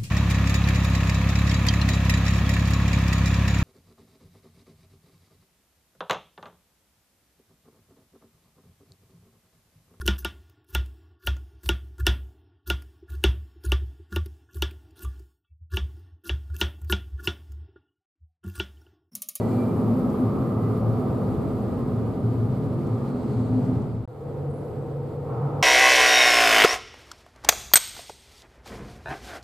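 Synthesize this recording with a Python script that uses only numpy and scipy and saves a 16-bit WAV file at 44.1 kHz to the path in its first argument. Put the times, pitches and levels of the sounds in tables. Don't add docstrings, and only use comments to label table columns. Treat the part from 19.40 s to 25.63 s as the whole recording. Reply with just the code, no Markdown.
import sys
import numpy as np
from scipy import signal
from scipy.fft import rfft, irfft, next_fast_len
from scipy.io import wavfile
from scipy.ndimage import uniform_filter1d, map_coordinates

SR = 44100
rng = np.random.default_rng(int(sys.argv[2]) if len(sys.argv) > 2 else 0)


def gain_from_db(level_db):
    decades = np.asarray(level_db, float) / 20
    return 10 ** decades


def transcribe(u):
    v = np.clip(np.atleast_2d(u).T, -1, 1)
    q = np.round(v * 32767).astype(np.int16)
    wavfile.write(sys.argv[1], SR, q)


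N = 274566
TIME = np.arange(N) / SR

# start_s, end_s
CUT = (4.6553, 4.6763)


def leaving_train():
    # pitch_hz, width_hz, level_db
    boom = [(95.3, 14.6, -5.5), (112.8, 4.5, 5.5), (131, 35, -1.5), (155.4, 38, -7)]
    drone = [(187, 11.4, -5), (217, 83, -5.5), (254, 30, -3), (250, 7.8, -14)]
    roar = [(342.7, 24, 0.5), (416.6, 62, 0), (512, 149, -7), (645, 74, -12.5), (765, 130, -12.5),
            (938, 187, -17.5)]
    wheel = [(1072, 58, -8), (1201, 122, -5.5), (1302, 31, -8)]
    # start_level_db, loss_db_per_s
    leaving = [
        (-29, -0.14),
        (-27, 1.24),
        (-30.5, 1.11),
        (-45.5, 1.56),
    ]
    # centre_s, length_s, change_db
    boom_swells = [
        (0, 0.11, -1),
        (.75, 0.17, -2.5),
        (2.7, .2, -1.5),
        (3.75, .2, -6.5),
        (4.36, 0.082, 3),
    ]
    drone_swells = [
        (0, 0.063, -1.5),
        (.55, 0.57, 2.5),
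        (2.6, 0.52, 1.1),
        (4.15, .35, 3.5),
    ]
    roar_swells = [
        (0, 0.095, 1.9),
        (1.7, 0.27, 1.7),
        (2.9, .3, -1.1),
        (4.25, .15, 1.2),
    ]
    wheel_swells = [
        (0, 0.18, -1.5),
        (.95, 0.38, 4),
        (1.6, 0.54, 3.5),
        (3.65, 0.19, 3),
        (4.22, 0.065, -3),
    ]
    track = boom_swells, drone_swells, roar_swells, wheel_swells
    levels_db = [start_db - loss * TIME + swells(rows) + fades_db()
                 for (start_db, loss), rows in zip(leaving, track)]
    return rolling(levels_db, boom, drone, roar, wheel)


def coming_train():
    # pitch_hz, width_hz, level_db
    boom = [(99, 16, -13), (111.4, 41, 1), (141.5, 44, -3)]
    drone = [(241, 127, -4), (327, 26.5, -2), (458, 114, 0.5), (482, 62, 0)]
    roar = [(578, 44, -2.5), (673, 41, -4), (767, 100, -2), (904, 107, -7.5), (1024, 310, -12)]
    wheel = [(1130, 160, -5), (1270, 60, 0), (1350, 60, -4), (1480, 120, -14)]
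    # far_level_db, gain_in_view_db, share_of_fade
    coming = [
        (-36, 3, 1.1),
        (-35, 1.5, 1.1),
        (-47, 8.5, .7),
        (-60, 12, .3),
    ]
    rounds_s, rise_s = 5.88, .03
    in_view = (1 + np.tanh((TIME - rounds_s) / rise_s)) / 2
    levels_db = [far_db + gain_db * in_view + share * fades_db() for far_db, gain_db, share in coming]
    return rolling(levels_db, boom, drone, roar, wheel)


def rolling(levels_db, boom, drone, roar, wheel):
    boom_db, drone_db, roar_db, wheel_db = levels_db
    return (gain_from_db(boom_db - 1.0) * noise(resonances(boom), steady=1.0)
            + gain_from_db(drone_db) * noise(resonances(drone), steady=.9)
            + gain_from_db(roar_db) * noise(resonances(roar), steady=0.5)
            + gain_from_db(wheel_db) * noise(resonances(wheel), steady=0.44))


def hum():
    # start_s, length_s, pitch_hz, level_db
    first_throbs = [(0.023, 0.5, 111.9, -23.5), (0.661, 0.035, 125.6, -28), (0.863, 0.018, 110.2, -22),
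                    (1.0, .05, 127.3, -23), (1.139, 0.19, 112.4, -23.5), (1.448, 0.17, 112.4, -25),
                    (1.7, 0.13, 130, -29), (1.889, 0.32, 111.5, -27.5), (2.267, 0.15, 116.6, -31),
                    (2.54, 0.28, 111.2, -31), (2.85, 0.032, 116.5, -20), (3.004, 0.069, 112.4, -24),
                    (3.109, 0.05, 128.2, -27), (3.251, 0.062, 114.5, -26.5), (3.353, 0.098, 129.2, -28),
                    (3.507, 0.035, 114.9, -21.5), (3.59, 0.26, 135, -32), (3.903, 0.043, 131, -25),
                    (3.983, 0.024, 112.9, -24), (4.121, 0.049, 114.6, -22.5), (4.212, 0.19, 128, -26.5),
                    (4.552, 0.085, 113.5, -28.5)]
    second_throbs = [
        (4.85, .1, 141.1, -31.5),
        (4.986, 0.16, 142.3, -27),
        (5.375, 0.035, 139.3, -28),
        (5.528, 0.093, 140.9, -30.5),
        (5.786, 0.088, 141.9, -29),
        (5.972, 0.023, 120.8, -28.5),
        (6.043, 0.018, 139.6, -23.5),
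        (6.142, 0.23, 143.6, -26),
    ]
    rise_s, fall_s, sag_db, rest_db = 0.053, .075, 4.5, -43.5
    throbs = np.concatenate([first_throbs, second_throbs])
    t = TIME[::50]
    each_db = np.array([held(s, rise_s, length, fall_s, db, sag_db, rest_db, t)
                        for s, length, hz, db in throbs])
    loudest = np.argmax(each_db - 1e-3 * np.abs(t - throbs[:, :1]), axis=0)
    curves = [throbs[loudest, 2], each_db.max(axis=0)]
    hz, hum_db = uniform_filter1d(curves, size=18, mode="nearest")
    return gain_from_db(np.interp(TIME, t, hum_db) - 0.5) * rough_line(np.interp(TIME, t, hz), 12, clear=3.9)


def songs():
    # centre_s, length_s, pitch_hz, width_hz, level_db
    wheel_songs = [
        (.05, .12, 1980, 60, -63),
        (.08, .15, 4300, 900, -67),
        (.05, .12, 7600, 700, -72),
        (1.2, .15, 2000, 60, -66),
        (2.35, .15, 1700, 70, -65),
        (2.4, .12, 1900, 60, -67),
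        (2.45, .12, 1060, 50, -55),
        (3.9, .35, 4300, 900, -69),
    ]
    tube_songs = [
        (.12, 0.11, 250, 17, -29.5),
        (.45, 0.12, 232, 19, -28.5),
        (.78, 0.19, 253, 18, -30),
        (1.7, 0.21, 246, 18, -30),
        (2.6, .2, 247.9, 18, -38.5),
        (3.85, .15, 250, 18.1, -31.5),
        (4.2, .2, 256, 18.2, -29.5),
    ]
    total = 0
    for rows, clear in ((wheel_songs, 0), (tube_songs, 1.2)):
        for s, length, hz, width_hz, db in rows:
            bump = np.exp(-((TIME - s) / length) ** 2)
            total = total + gain_from_db(db) * bump * rough_line(hz, width_hz, clear=clear)
    return total


def drive():
    # start_s, length_s, level_db
    gear_throbs = [
        (.03, .012, -65),
        (.115, .02, -60),
        (.19, .05, -56),
        (.295, .04, -57.5),
    ]
    edge_s, rest_db, ends_s = .024, -76, .45
    gear_db = np.max([held(s, edge_s, length, edge_s, db, 0, rest_db) for s, length, db in gear_throbs], axis=0)
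    whine_db = -74 - 1.7 * TIME + fades_db()
    whine = gain_from_db(whine_db) * rough_line(10415, 220, clear=.4)
    gear = gain_from_db(gear_db) * (TIME < ends_s) * rough_line(2352, 15, clear=4)
    return whine + gear


def squeal():
    start_s, attack_s = 5.11, 0.0518
    low_db, high_db = [held(start_s, attack_s, length, .15, db, loss * length, -100)
                       for db, loss, length in ((-77, 10, .45), (-73.5, 40, .35))]  # dB, loss dB per s, s
    low = gain_from_db(low_db - 2) * rough_line(7950, 450, clear=0)
    high = gain_from_db(high_db) * rough_line(9580, 400, clear=.2)

    slide_s, length_s, slide_db, loss_db_per_s = 5.14, .06, -74, 60
    from_hz, to_hz, climb_s = 9650, 11150, .016
    rise_db = held(slide_s, .06, length_s, .07, slide_db, loss_db_per_s * length_s, -110)
    rise_hz = to_hz - (to_hz - from_hz) * np.exp(-np.maximum(TIME - slide_s, 0) / climb_s)
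    slide = gain_from_db(rise_db + 3.5) * rough_line(rise_hz, 500, clear=1.2)
    upper = gain_from_db(-78) * np.exp(-((TIME - 5.28) / .07) ** 2) * rough_line(11700, 990, clear=0)

    t = np.arange(SR // 2) / SR
    tail = rng.standard_normal((2, len(t))) * gain_from_db(-60 * t / .8)
    echo = signal.fftconvolve(slide, tail / np.linalg.norm(tail[0]), axes=1)[:, :N]
    return low + high + upper + slide + echo


def air():
    # pitch_hz, level_db (per Hz)
    low_hiss = [(500, -120), (1100, -13.5), (1400, -4.5), (1550, -11), (1790, -18.5), (1970, -14),
                (2650, -21), (4560, -21), (6000, -31), (12000, -120)]
    mid_hiss = [(2500, -120), (4800, -25), (5500, -19), (6150, -6.5), (7830, -1), (9500, -5.5),
                (9900, -0.5), (10500, -27), (16000, -120)]
    top_hiss = [(5000, -120), (9400, -30), (9900, -8), (10350, -2), (11500, 0), (14000, -1), (15000, -5),
                (15600, -9), (20000, -120)]
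    # start_level_db, loss_db_per_s, gust_gain_db, second_place_level_db
    hiss_levels = [
        (-59, 0.37, 2, -66),
        (-71, 0.7, 4, -77),
        (-69, 2.5, -0.3, -81.5),
    ]
    # centre_s, length_s, strength
    gusts = [
        (0, 0.33, 1.2),
        (2.1, .4, 0.25),
        (4.0, 0.36, 0.98),
    ]
    fade_shares = (.7, .35)
    # time_s, level_db
    joints = [
        (.70, -57),
        (1.46, -63),
        (3.47, -62),
        (4.251, -61),
        (4.42, -63),
    ]
    at_first = TIME < CUT[1]
    fade_db = np.where(at_first, *fade_shares) * fades_db()
    low_db, mid_db, top_db = [fade_db + np.where(at_first, db - loss * TIME + gust_db * swells(gusts), far_db)
                              for db, loss, gust_db, far_db in hiss_levels]
    flutter_db = .45 * wobble(14) + .7 * wobble(30)
    hiss = (gain_from_db(low_db + 3.0) * noise(coloured(low_hiss), steady=0.14)
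            + gain_from_db(mid_db + 3.0) * noise(coloured(mid_hiss), steady=.2)
            + gain_from_db(top_db + 7.0) * noise(coloured(top_hiss), steady=0.18))
    puffs = sum(gain_from_db(db - 60 * np.abs(TIME - s) / np.where(TIME < s, .03, .06)) for s, db in joints)
    puff_colour = coloured([(800, -120), (2500, 1), (8000, -2), (15000, -24)])
    return gain_from_db(flutter_db) * hiss + puffs * noise(puff_colour, steady=0)


def ground():
    # pitch_hz, level_db (per Hz)
    rumble = [(15, -56), (30, -12), (45, 3.5), (55, 4), (66, 7), (82, 11), (95, 11.5), (120, -21),
              (250, -120)]
    # first_place_db, second_place_db
    place_db = (-42.5, -49.5)
    # centre_s, length_s, gain_db
    rumble_swells = [
        (2.1, 0.82, 4),
    ]
    rumble_db = np.where(TIME < CUT[1], place_db[0] + swells(rumble_swells), place_db[1] + fades_db())
    return gain_from_db(rumble_db) * noise(coloured(rumble), steady=0.18)


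def noise(gain, steady):
    # pitch_hz, likeness (0-1)
    alike = [(25, .4), (50, 0.74), (130, 0.98), (290, 0.96), (640, 0.81), (1400, 0.66), (3100, 0.52),
             (6800, 0.34), (15000, 0.17)]

    def middle_and_side(f):
        turn = np.arccos(np.clip(along(alike, f), 0, 1)) / 2
        return gain(f) * [np.cos(turn), np.sin(turn)]

    mid, side = filtered(rng.standard_normal((2, N)), middle_and_side)
    power = uniform_filter1d(unit(mid) ** 2, size=2000)
    swell = np.abs(uniform_filter1d(power, size=2000)) + 0.037
    return unit(np.array([mid + side, mid - side]) / swell ** (np.clip(steady, 0, 1) / 2))


def rough_line(hz, width_hz, clear):
    knots = rng.standard_normal((2, int(N * 1000 / SR) + 2))[:, :int(TIME[-1] * width_hz) + 2]
    knots = knots + 2.7 * knots[0]
    flicker = np.array([np.interp(TIME * width_hz, np.arange(len(k)), k) for k in knots])
    tone = np.sin(2 * np.pi * np.cumsum(hz + 0 * TIME) / SR)
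    return unit((clear + unit(flicker)) * tone)


def resonances(modes):
    def gain(f):
        return np.sqrt(sum(gain_from_db(2 * db) / (1 + ((f * f - centre * centre) / ((f + 1) * width)) ** 2) ** 1.776
                           for centre, width, db in modes))
    return gain


def coloured(points):
    return lambda f: gain_from_db(along(points, f))


def filtered(x, response):
    m = next_fast_len(N + 8192)
    return irfft(rfft(x, m) * response(np.fft.rfftfreq(m, 1 / SR)), m)[..., :N]


def along(points, hz):
    f, v = np.transpose(points)
    return np.interp(np.log(hz + 1), np.log(f + 1), v)


def unit(x):
    return x / np.sqrt(np.mean(x ** 2) + 1e-20)


def wobble(rate):
    return map_coordinates(rng.standard_normal(int(N * rate / SR) + 4), [TIME * rate])


def swells(rows):
    return sum(size * np.exp(-((TIME - s) / length) ** 2) for s, length, size in rows)


def held(s, rise, length, fall, top_db, sag_db, rest_db, t=TIME):
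    return np.interp(t, [s - rise, s, s + length, s + length + fall],
                     [rest_db, top_db, top_db - sag_db, rest_db])


def fades_db():
    out_s, out_db, in_s, in_db = .26, -7.5, .22, -10
    return np.interp(TIME, [CUT[0] - out_s, CUT[0], CUT[1], CUT[1] + in_s], [0, out_db, in_db, 0])


def scene():
    first = leaving_train() + songs() + drive()
    second = coming_train() + squeal()
    return np.where(TIME < CUT[1] - .01, first, second) + hum() + air() + ground()


def thinned(x):
    # pitch_hz, share (0-1)
    holes = [(4800, 0), (5500, .12), (6500, .1), (7200, .01), (9650, .03), (9850, .4), (10150, .4),
             (10250, 0), (14500, .03), (15600, .35)]
    hz, t, z = signal.stft(x, SR, nperseg=1024)
    luck = rng.random((len(hz) // 4 + 1, z.shape[2] // 4 + 1))
    luck = luck.repeat(4, axis=0).repeat(4, axis=1)
    near_whine = (abs(hz - 10000) < 400)[:, None]
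    share = along(holes, hz)[:, None] * np.where((t > CUT[1]) & near_whine, .1, 1)
    kept = luck[:len(hz), :z.shape[2]] > share
    return signal.istft(z * np.where(kept, 1, gain_from_db(-26)), SR, nperseg=1024)[1][:, :N]


def roll_off(x):
    return signal.sosfilt(signal.butter(12, 15640, fs=SR, output="sos"), x)


def record(dry):
    # pitch_hz, left_minus_right_db
    lean = [(60, 0), (110, 0.5), (200, -1), (380, 1), (700, -0.5), (1290, -1.0), (2380, -0.5), (4400, -1),
            (8120, -1), (15000, -4.5)]
    leaning = filtered(dry, lambda f: gain_from_db(np.outer([.5, -.5], along(lean, f))))
    gate = np.clip((CUT[0] - TIME) / .0008, 0, 1) + np.clip((TIME - CUT[1]) / .0004, 0, 1)
    return roll_off(thinned(leaning) * gate)


dry = scene()
out = record(dry)
transcribe(out)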